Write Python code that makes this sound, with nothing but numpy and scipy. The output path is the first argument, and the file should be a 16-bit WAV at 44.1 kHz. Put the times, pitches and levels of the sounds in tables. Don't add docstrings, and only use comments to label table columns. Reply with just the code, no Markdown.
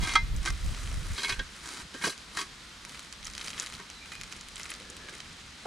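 import sys
import numpy as np
from scipy import signal
from scipy.fft import rfft, irfft
from scipy.io import wavfile
from scipy.ndimage import uniform_filter1d

SR = 44100
rng = np.random.default_rng(int(sys.argv[2]) if len(sys.argv) > 2 else 0)


def put_to_file(sound):
    columns = np.atleast_2d(sound).T
    safe = np.clip(columns, -1, 1)
    whole_steps = np.round(safe * 32767)
    wavfile.write(sys.argv[1], SR, whole_steps.astype(np.int16))


N = 249606
TIME = np.arange(N) / SR


def amp(db):
    return 10 ** (np.asarray(db) / 20)


def unit_rms(x):
    return x / np.sqrt(np.mean(x ** 2) + 1e-20)


def unit_energy(x):
    return x / np.sqrt(np.sum(x ** 2, -1, keepdims=True) + 1e-20)


def read(points, hz):
    f, value = np.transpose(points)
    return np.interp(np.log(hz + 1), np.log(f + 1), value)


def level(rows):
    return amp(np.interp(TIME, *np.transpose(rows), left=-np.inf, right=-np.inf))


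def add(mix, s, sound):
    part = mix[..., max(round(s * SR), 0):][..., :sound.shape[-1]]
    part += sound[..., :part.shape[-1]]


def through(x, response):
    return signal.fftconvolve(x, response)[:len(x)]


def click(points, size=1024):
    log_gain = np.log(amp(read(points, abs(np.fft.fftfreq(size, 1 / SR)))))
    spectrum = np.exp(np.conj(signal.hilbert(log_gain)))
    return unit_energy(np.fft.ifft(spectrum).real)


def band(x, hz, kind, order=2):
    edges = np.clip(hz, 10, SR / 2 - 100)
    return signal.sosfilt(signal.butter(order, edges, kind, fs=SR, output="sos"), x)


def drift(top_hz):
    spectrum = rfft(rng.standard_normal(N))
    return unit_rms(irfft(spectrum * (np.fft.rfftfreq(N, 1 / SR) < top_hz), N))


def grains(per_s, spread_db, clump_db, clump_hz, largest=4):
    size_db = spread_db * np.minimum(rng.exponential(1, N), largest)
    size = amp(size_db + clump_db * drift(clump_hz))
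    return unit_rms(size * rng.choice([-1, 1], N) * (rng.random(N) < per_s / SR))


def noise_pair(colour, likeness):
    hz = np.fft.rfftfreq(N, 1 / SR)
    mid, side = rfft(rng.standard_normal((2, N))) * amp(read(colour, hz))
    same = np.clip(read(likeness, hz), 0, 1)
    mid, side = mid * np.sqrt(1 + same), side * np.sqrt(1 - same)
    return unit_rms(irfft([mid + side, mid - side], N))


def shovel(modes, start_s, end_s, crunch_db, low_hz, scatter_db):
    strokes = [row for row in STROKES if start_s <= row[0] < end_s]
    lumps = [row for row in KNOCKS if start_s <= row[0] < end_s]
    return scrape(strokes, lumps, modes) + knocks(lumps, modes, crunch_db, low_hz, scatter_db)


# t/s, length/s, pressure level/dB, favoured ring f/Hz,
# ring level/dB re crunch, fizz level/dB re pressure, focus of the ring (1 broad, 2 nearly one note)
STROKES = [(0.02, 0.019, -37.5, 2600, 0, -29, 1), (0.064, 0.082, -39, 4300, -3.5, -25, 1),
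           (0.445, 0.054, -41, 1580, -13, -20, 1), (1.18, 0.041, -41, 3900, 18, -12, 0.89),
           (1.231, 0.105, -45.5, 2680, 3.5, -7.5, 1), (1.64, 0.17, -43.5, 1620, -11, -17, 0.75),
           (1.955, 0.025, -46.5, 1600, 0, -26, 1), (2.034, 0.074, -43.5, 4300, -4, -3, 0.81),
           (2.37, 0.052, -39, 1050, -4.5, -9.5, 0.91), (4.595, 0.11, -55.5, 2000, -2, -22, 1)]
# f/Hz, level/dB
GRIT = [(100,-15),(300,8),(550,-6),(750,1),(1000,4.5),(1700,5),(2800,0.5),(4500,2),(6500,0.5),(10000,-4),(12000,-19),(15000,-30)]
BITE_S, LIFT_S = 0.02, 0.018
SURGE_DB, DRAG_S = -13.5, 0.013


def scrape(strokes, lumps, modes):
    slips = grains(per_s=5000, spread_db=3.1, clump_db=2.9, clump_hz=150)
    cinders = grains(per_s=5000, spread_db=3.2, clump_db=2.5, clump_hz=180)
    fizz = unit_rms(band(through(cinders, click(GRIT)), 9200, "highpass"))
    surge = sum(amp(db + SURGE_DB) * np.exp(-abs(TIME - s) / DRAG_S) * (TIME > s) for s, db, *_ in lumps)
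    out = np.zeros(N)
    for s, length_s, db, favoured_hz, ring_db, fizz_db, focus in strokes:
        before, after = np.maximum(s - TIME, 0), np.maximum(TIME - s - length_s, 0)
        contact = np.exp(-before / BITE_S - after / LIFT_S)
        pressure = contact * (amp(db) + surge)
        crunch = through(pressure * slips, click(GRIT))
        ring = travelling_ring(pressure * slips, modes, favoured_hz, focus)
        body = (crunch + amp(ring_db) * ring) / np.hypot(1, amp(ring_db))
        out += body + amp(fizz_db) * pressure * fizz
    return out


CONTACTS_PER_S = 53


def travelling_ring(slips, modes, favoured_hz, focus, count=4, buried_t60=0.1):
    out = np.zeros(N)
    damped = [(hz, db, min(t60, buried_t60)) for hz, db, t60 in modes]
    for k in range(count):
        away = abs((TIME * CONTACTS_PER_S - k) % count - count / 2)
        load = np.cos(np.pi / 2 * np.minimum(away, 1))
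        ring = blade_ring(damped, favoured_hz, focus, scatter_db=3, detune=.006)
        out += through(slips * load, ring)
    return out


# f/Hz, level/dB before favouring and scatter, t60/s
FIRST_BLADE = [(785,-14,.09),(930,-12,.13),(1145,-6,.08),(1235,-9,.045),(1298,-8.5,.07),(1562,-4,.09),(1622,-13,.1),(1865,-19,.24),(1950,-19,.09),(2083,-4.5,.15),(2217,-10,.11),(2365,-9,.085),(2471,-16,.28),(2697,-24,.2),(2930,-17,.06),(3283,-4,.09),(3526,-16,.16),(3700,-15,.05),(3898,-8,.058),(4000,-19,.28),(4110,-14,.06),(4230,-13,.05),(4390,-8,.058),(4687,-16,.15),(5310,-23,.13),(5520,-17,.11),(5830,-18,.06),(6013,-16,.1),(6250,-21,.13),(6700,-20,.09)]
SECOND_BLADE = [(405,-13,.09),(955,-12,.12),(1040,-16,.1),(1125,-12,.1),(1290,-19,.07),(1545,-6,.11),(1610,-5.5,.09),(1672,-9,.07),(1855,-11,.12),(2085,-11,.08),(2205,-9,.1),(2450,-11,.15),(2680,-14,.1),(2920,-14,.09),(3190,-10,.05),(3340,-8,.06),(3440,-12,.07),(3800,-12,.06),(3930,-11,.06),(4070,-10,.08),(4240,-10,.07),(4390,-10,.07),(4680,-9,.06),(4810,-12,.06),(4920,-12,.07),(5300,-10,.07),(5820,-12,.07),(6090,-12,.1),(6220,-11,.07),(7160,-14,.07),(7660,-15,.08)]


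def blade_ring(modes, favoured_hz, focus, scatter_db, detune, favour_db=7, octaves=0.38):
    t, ring = TIME[:SR // 3], 0
    chance = np.clip(rng.standard_normal((len(modes), 2)), -2, 2)
    for k, ((hz, db, t60), (loud, bend)) in enumerate(zip(modes, chance)):
        distance = focus * np.log2(hz / favoured_hz) / octaves
        boost_db = focus * favour_db * np.exp(-distance ** 2) + scatter_db * loud
        tone = np.sin(2 * np.pi * hz * (1 + detune * bend) * t)
        ring = ring + (-1) ** k * amp(db + boost_db - 60 * t / t60) * tone
    return unit_energy(ring)


# t/s, level/dB over a hundredth of a second, crushing time constant/s,
# dull above f/Hz, favoured ring f/Hz, focus of the ring (1 broad, 2 nearly one note)
KNOCKS = [(0.0155, -43, 0.0037, 7000, 4570, 1), (0.028, -39, 0.0078, 4500, 2680, 1.1),
          (0.062, -43, .003, 7500, 3900, 1), (0.072, -33.5, 0.0027, 8000, 1590, 1.5),
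          (0.0925, -32.5, 0.005, 6000, 2560, 1.8), (0.104, -36, .004, 4000, 2500, 2),
          (0.112, -38, .003, 10000, 6500, 1.3), (0.135, -33.5, 0.011, 9900, 6700, 1.5),
          (0.1522, -26.5, 0.0052, 2550, 1190, 0.8), (0.1544, -15, 0.00067, 6000, 1170, 1.2),
          (0.1575, -29.5, 0.0059, 5000, 3580, 0.72), (0.458, -29.5, 0.009, 9800, 5600, 1.6),
          (0.474, -28, 0.0033, 4170, 1420, 1.9), (1.18, -33.5, 0.0045, 7100, 3900, 1),
          (1.232, -32, 0.0051, 7500, 4380, 0.93), (1.2447, -29, 0.0017, 4470, 3250, 1.3),
          (1.282, -36, 0.0062, 8000, 3600, 0.92), (1.2926, -31, 0.0067, 9100, 5000, 1.3),
          (1.296, -29.5, 0.0034, 4500, 1900, 1), (1.302, -34, 0.0017, 6000, 2250, 1.8),
          (1.322, -33, 0.0049, 4970, 3000, 1.2), (1.3924, -33.5, 0.005, 4970, 3280, 1.4),
          (1.395, -30, 0.0014, 3000, 1640, 1.5), (1.942, -41.5, 0.0087, 5530, 1610, 1.1),
          (2.012, -42, .001, 2500, 2020, 1.1), (2.0208, -34, 0.0026, 6000, 1900, 0.75),
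          (2.039, -25, 0.0036, 4500, 1920, 0.76), (2.041, -32, 0.0026, 6000, 4270, 1.6),
          (2.048, -32, 0.012, 9000, 5000, 1.3), (2.054, -34.5, .003, 11000, 6000, 1.1),
          (2.069, -35.5, 0.011, 7000, 2420, 2), (2.075, -32, .005, 7000, 5230, 1.4),
          (2.097, -39, 0.0033, 9000, 3800, 1), (2.123, -42.5, 0.0054, 9000, 5030, 0.82),
          (2.371, -29.5, 0.0063, 7040, 1830, 2.4), (2.387, -31.5, 0.0024, 7000, 1050, 1.5),
          (2.396, -38, 0.0026, 8040, 4800, 1), (2.414, -40, 0.0057, 9900, 5000, 1),
          (2.867, -50.5, 0.0031, 1300, 950, 4.5), (3.796, -42, 0.0045, 2200, 960, 0.76),
          (5.084, -43.5, 0.0064, 3500, 1690, 2)]
CRUNCH_S = 0.0074


def knocks(rows, modes, crunch_db, low_hz, scatter_db):
    out, t, grit = np.zeros(N), TIME[:SR // 3], click(GRIT)
    for s, db, crush_s, dull_hz, favoured_hz, focus in rows:
        force = np.exp(-t / crush_s)
        free_ring = blade_ring(modes, favoured_hz, focus, scatter_db, detune=.002)
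        ring = unit_energy(free_ring * (1 - force ** 2))
        crunch = unit_energy(through(force * rng.standard_normal(len(t)), grit))
        sound = ring + amp(crunch_db) * crush_s / CRUNCH_S * crunch
        sound = band(band(sound, dull_hz, "lowpass"), low_hz, "highpass", order=3)
        add(out, s, amp(db) * np.sqrt(SR // 100) * unit_energy(sound))
    return out


# t/s, length/s, f/Hz, level/dB, RMS pitch waver/Hz
SQUEALS = [(0.072, 0.078, 2365, -46, 40), (1.247, 0.036, 2205, -38, 25), (1.361, 0.032, 1590, -50, 35),
           (1.948, 0.062, 1615, -54, 40), (2.085, 0.045, 1620, -50, 40), (2.39, 0.04, 1592, -50, 30),
           (3.87, 0.38, 4010, -62.5, 80), (4.008, 0.05, 2345, -55, 10), (4.01, 0.07, 2448, -58, 10),
           (4.118, 0.07, 2455, -51, 15), (4.194, .07, 2455, -60, 15), (4.84, 0.17, 1705, -59, 50),
           (5.0, 0.13, 1695, -56.5, 35)]


def squeals(catch_s=0.0031, fade_db=-6):
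    out = np.zeros(N)
    waver, rough = drift(200), unit_rms(amp(3 * drift(120)))
    for s, length_s, hz, db, waver_hz in SQUEALS:
        phase = 2 * np.pi * np.cumsum(hz + waver_hz * waver) / SR
        tone = unit_rms(np.sin(phase)) * rough
        note = tone[int(s * SR):int((s + length_s) * SR)]
        t = TIME[:len(note)]
        ends = np.clip(np.minimum(t, length_s - t) / catch_s, 0, 1)
        shape = ends * amp(fade_db * t / length_s)
        add(out, s, amp(db) * note * unit_rms(shape))
    return out


# t/s, peak level/dB, f/Hz
THUDS = [(0.14, -39, 380), (0.468, -43, 390), (1.391, -37, 330), (1.941, -37, 380), (2.037, -31, 260),
         (2.066, -37, 180), (2.068, -29, 440), (5.652, -27, 800)]
THUD_S = 0.012


def thuds():
    out, t = np.zeros(N), TIME[:SR // 5]
    for s, db, hz in THUDS:
        push = rng.standard_normal(len(t)) * t * np.exp(-2 * t / THUD_S)
        bump = band(push, [hz * .6, hz * 1.25], "bandpass")
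        add(out, s, amp(db) * bump / abs(bump).max())
    return out


# t/s, length/s, level/dB before its ends are faded
ROLLS = [(3.422, 0.51, -72), (4.695, 0.55, -58.5)]


def rolls(low_hz=260, high_hz=560):
    rubs = grains(per_s=1500, spread_db=3, clump_db=2, clump_hz=40)
    grind = unit_rms(band(rubs, [low_hz, high_hz], "bandpass"))
    out = np.zeros(N)
    for s, length_s, db in ROLLS:
        turn = grind[int(s * SR):int((s + length_s) * SR)]
        add(out, s, amp(db) * turn * signal.windows.tukey(len(turn), .5))
    return out


# t/s, energy level/dB, f/Hz, width/octaves, cracking time constant/s
SNAPS = [(0.363, -21, 7050, 0.6, 0.0017), (0.788, -23, 3600, 1.2, 0.0011), (0.8741, -19, 2630, 0.78, .0008),
         (2.178, -21.5, 4520, 0.91, .0007), (2.8503, -18, 5900, 2.3, 0.00032),
         (2.8944, -21, 4100, 2.8, 0.00076), (2.9464, -20, 2370, 2, 0.0015), (2.975, -26, 2490, 1.8, .001),
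         (2.9939, -18, 4670, 3.2, 0.0012), (3.126, -15.5, 4500, 1.9, 0.0021),
         (3.2295, -21, 2600, 1.2, 0.00079), (3.246, -20, 6180, .6, .0008),
         (3.253, -15.5, 6660, 0.14, 0.00086), (3.2674, -18.5, 3860, 1.2, 0.0016),
         (3.27, -14.5, 4900, 1.2, 0.0017), (3.3005, -21.5, 6030, 1.1, 0.00073),
         (3.336, -20, 4850, 0.67, .001), (3.3509, -16, 4700, 0.48, .0008),
         (3.3792, -12, 5030, 0.77, 0.0018), (3.3951, -20, 3420, 0.51, .0007),
         (3.4115, -13, 3580, .9, 0.0056), (3.4445, -17.5, 5330, 0.97, .0015),
         (3.4607, -28, 3280, .8, .0008), (3.4742, -13.5, 4200, 0.59, 0.0029),
         (3.4818, -14, 4000, 1.5, 0.001), (3.5037, -14.5, 3500, 1, .0012), (3.532, -17, 3290, 0.24, .0005),
         (3.545, -29, 2980, 0.82, 0.00053), (3.5787, -14, 2700, 0.9, 0.0044),
         (3.5988, -5, 6150, 0.36, 0.00015), (3.6218, -16, 4150, 0.99, 0.00086),
         (3.6306, -21, 7150, 0.31, 0.00093), (3.64, -23, 4280, 1.7, .001), (3.6622, -15, 5090, 1.9, .001),
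         (3.6696, -17, 3300, 1.3, .0012), (3.7235, -20, 4060, 1.3, .0015), (3.7388, -20.5, 4600, 1, 0.0012),
         (3.751, -19, 3660, .8, .0015), (3.9006, -18.5, 2870, 2.8, .001), (4.119, -16.5, 3300, 1.6, 0.0027),
         (4.153, -18.5, 3520, 1.1, 0.0011), (4.2129, -14.5, 3580, 2.1, 0.00049),
         (4.235, -17.5, 3580, 2.5, 0.00097), (4.3247, -15, 4100, 0.47, 0.00084),
         (4.4108, -19.5, 5070, 1.6, .0008), (4.558, -17.5, 6150, 2.5, 0.00089),
         (4.567, -18.5, 3700, 0.56, 0.0014), (4.5978, -19.5, 2070, 1.3, .0015),
         (4.606, -21, 3080, 1.1, 0.0011), (4.6323, -15.5, 6440, 0.34, .001),
         (4.6549, -16.5, 2700, 1.3, 0.0029), (4.701, -19, 2810, 1, 0.0013),
         (4.704, -15, 10200, 0.22, 0.00099), (4.7179, -16, 2460, 0.44, 0.0022),
         (4.739, -18, 4600, 0.78, 0.00092), (4.7505, -21, 3580, 1, .001), (4.8002, -21, 3700, 2, 0.0014),
         (4.9005, -19.5, 7150, 0.16, .001), (5.0853, -19, 2920, 0.78, 0.0023),
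         (5.203, -15.5, 3150, 0.87, 0.0017)]


def snaps(splinter_db=-18, follow=0.63, trail_s=0.006, splinter_s=0.00021, splinter_octaves=0.92, count=3):
    out, colour = np.zeros((2, N)), click(CHAR)
    for s, db, hz, octaves, crack_s in SNAPS + small_snaps():
        sides = amp(rng.uniform(-1.4, 1) * np.array([[1], [-1]]))
        add(out, s, sides * crack(colour, db, hz, octaves, crack_s))
        for late, size, force in rng.uniform([.2, -.9, -4], [2, .6, 3], (count, 3)):
            loudness_db = splinter_db + follow * db + force
            splinter = crack(colour, loudness_db, hz * 2 ** size, splinter_octaves, splinter_s)
            add(out, s + late * trail_s, sides * splinter)
    return out


HEAVE_START_S, HEAVE_END_S = 2.8, 5.2


def small_snaps(count=50, typical_db=-24, follow=0.048, typical_hz=3200, width_octaves=3.4, crack_s=0.0008):
    slide = sliding() * (TIME > HEAVE_START_S) * (TIME < HEAVE_END_S)
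    chance = np.cumsum(slide ** 2)
    places = (np.arange(count) + rng.random(count)) / count
    times = np.interp(places, chance / chance[-1], TIME)
    force_db = 20 * np.log10(np.interp(times, TIME, slide) / slide.max() + 1e-6)
    scatter = np.clip(rng.standard_normal((count, 2)), -2, 2) * [2, .35]
    return [(s, typical_db + follow * db + loud, typical_hz * 2 ** high, width_octaves, crack_s)
            for s, db, (loud, high) in zip(times, force_db, scatter)]


def crack(colour, db, hz, octaves, crack_s):
    t = TIME[:SR // 50]
    burst = through(rng.choice([-1, 1], len(t)) * np.exp(-t / crack_s), colour)
    edges = [hz * 2 ** (-octaves / 2), hz * 2 ** (octaves / 2)]
    return amp(db) * unit_energy(band(burst, edges, "bandpass", order=1))


# f/Hz, level/dB
CHAR = [(200,3),(400,-0.5),(720,-3.5),(1300,2),(2000,1.5),(3000,-3),(6000,-3),(10000,-5),(12000,-18),(15000,-22)]


def crumble(count=12, low_hz=1400, high_hz=10500, cycles=0.81):
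    t, flakes = TIME[:SR // 100], np.zeros(N)
    for hz in np.geomspace(low_hz, high_hz, count):
        flake = unit_energy(np.sin(2 * np.pi * hz * t) * np.exp(-t * hz / cycles))
        cracks = grains(per_s=260, spread_db=4, clump_db=1.9, clump_hz=80)
        flakes += np.sqrt(hz) * through(cracks, flake)
    times, _, _, coarseness = np.transpose(SLIDES)
    coarse = np.clip(np.interp(TIME, times, coarseness), 0, 1)
    ash = np.sqrt(1 - coarse ** 2) * rng.standard_normal(N)
    rustle = through(coarse * unit_rms(flakes) + ash, click(CHAR))
    settling = amp(1.9 * drift(110))
    return unit_rms(rustle * settling) * sliding()


# t/s at its height, level/dB, swelling time constant/s,
# coarseness (0 fine ash, 1 flakes)
SLIDES = [(0.79, -44.5, 0.28, 0.71), (1.12, -45, 0.13, 0.65), (1.56, -49, 0.033, 0.78),
          (2.928, -52, .08, 0.48), (3.271, -49, .025, 0.49), (3.46, -44, .07, 0.65),
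          (3.61, -42.5, .06, 0.74), (3.739, -48, .025, 0.56), (4.127, -49.5, .03, 0.65),
          (4.319, -52, .06, .8), (4.598, -46.5, .04, 0.91), (4.71, -48, .035, 1), (5.14, -51, .06, 1)]
SETTLE_RATIO = 1.4
RESTING_DB = -58


def sliding():
    power = amp(RESTING_DB) ** 2
    for s, db, swell_s, _ in SLIDES:
        distance = np.maximum((s - TIME) / swell_s, (TIME - s) / (swell_s * SETTLE_RATIO))
        power = power + amp(db) ** 2 * np.exp(-2 * distance)
    return np.sqrt(power)


# f/Hz, level/dB per Hz
WIND = [(10,-36),(20,-1),(36,6.5),(64,-1),(108,-9.5),(162,-13.5),(260,-26),(380,-35),(600,-37),(1200,-54)]
# t/s, level/dB before the lean to the right
GUSTS = [(0.0, -28.5), (0.03, -26), (0.074, -42), (0.2, -35), (0.24, -28.5), (0.28, -36), (0.324, -27.5),
         (0.41, -31), (0.472, -40), (0.524, -27), (0.592, -43.5), (0.64, -28.5), (0.7, -28), (0.75, -39.5),
         (0.86, -35.5), (0.92, -33.5), (0.988, -30), (1.01, -38), (1.06, -36), (1.148, -29.5), (1.16, -62),
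         (1.21, -65), (1.3, -47), (1.33, -35), (1.355, -51), (1.395, -31.5), (1.44, -47), (1.6, -71),
         (2.72, -72), (2.84, -64), (3.1, -68), (3.28, -50.5), (3.5, -67), (4.08, -72), (4.2, -54),
         (4.42, -66), (4.55, -57), (4.75, -72)]


def wind():
    buffet = noise_pair(WIND, [(30, .85), (200, .45)])
    steady = buffet / np.sqrt(uniform_filter1d((buffet ** 2).mean(0), size=2000))
    lean_db = np.array([[-1.3], [1.3]])
    return steady * level(GUSTS) * amp(lean_db)


# f/Hz, level/dB per Hz
HISS = [(18, -13), (30, -3.5), (55, 5.5), (113, -5.5), (185, 0), (337, -9.5), (620, -14.5), (837, -11),
        (1300, -7), (2840, -8.5), (3980, -7), (7430, -16.5), (9390, -22.5), (13500, -38.5), (15000, -79)]
# f/Hz, likeness (0-1); the top is mono
LIKENESS = [(60,1),(200,0.92),(700,0.74),(4000,0.53),(8000,1),(15000,1)]


def fire_bed(level_db=-48.5):
    waver_db, breeze_db = .4 * drift(14), 2.3 * drift(7)
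    bed = noise_pair(HISS, LIKENESS)
    rumble = signal.sosfiltfilt(signal.butter(2, 200, fs=SR, output="sos"), bed)
    hiss = bed - rumble
    return (hiss + rumble * unit_rms(amp(breeze_db))) * amp(level_db + waver_db)


def yard(x, wet_db=-11, t60=0.0027, far_db=-26, far_t60=1.0):
    t = TIME[:SR // 2]
    near, far = rng.standard_normal((2, 2, len(t)))
    scattered = unit_energy(near * amp(-60 * t / t60) * (t > .001))
    trees = unit_energy(far * amp(-60 * t / far_t60) * (t > .02))
    tail = amp(wet_db) * scattered + amp(far_db) * trees
    return x + signal.fftconvolve(x, tail, axes=1)[:, :N]


HANDOVER_S = 1.16


def scene():
    first = shovel(FIRST_BLADE, 0, HANDOVER_S, crunch_db=3.0, low_hz=584, scatter_db=4.4)
    second = shovel(SECOND_BLADE, HANDOVER_S, N / SR, crunch_db=0.5, low_hz=360, scatter_db=4.0)
    blades = first + second + squeals()
    pit = thuds() + rolls() + crumble() + snaps()
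    return yard(blades + pit) + wind() + fire_bed()


EDGE_HZ = 15300


def record(dry):
    low_pass = signal.firwin(511, EDGE_HZ, window=("kaiser", 9), fs=SR)
    return signal.oaconvolve(dry, low_pass[None], "same", axes=1)


dry = scene()
out = record(dry)
put_to_file(out)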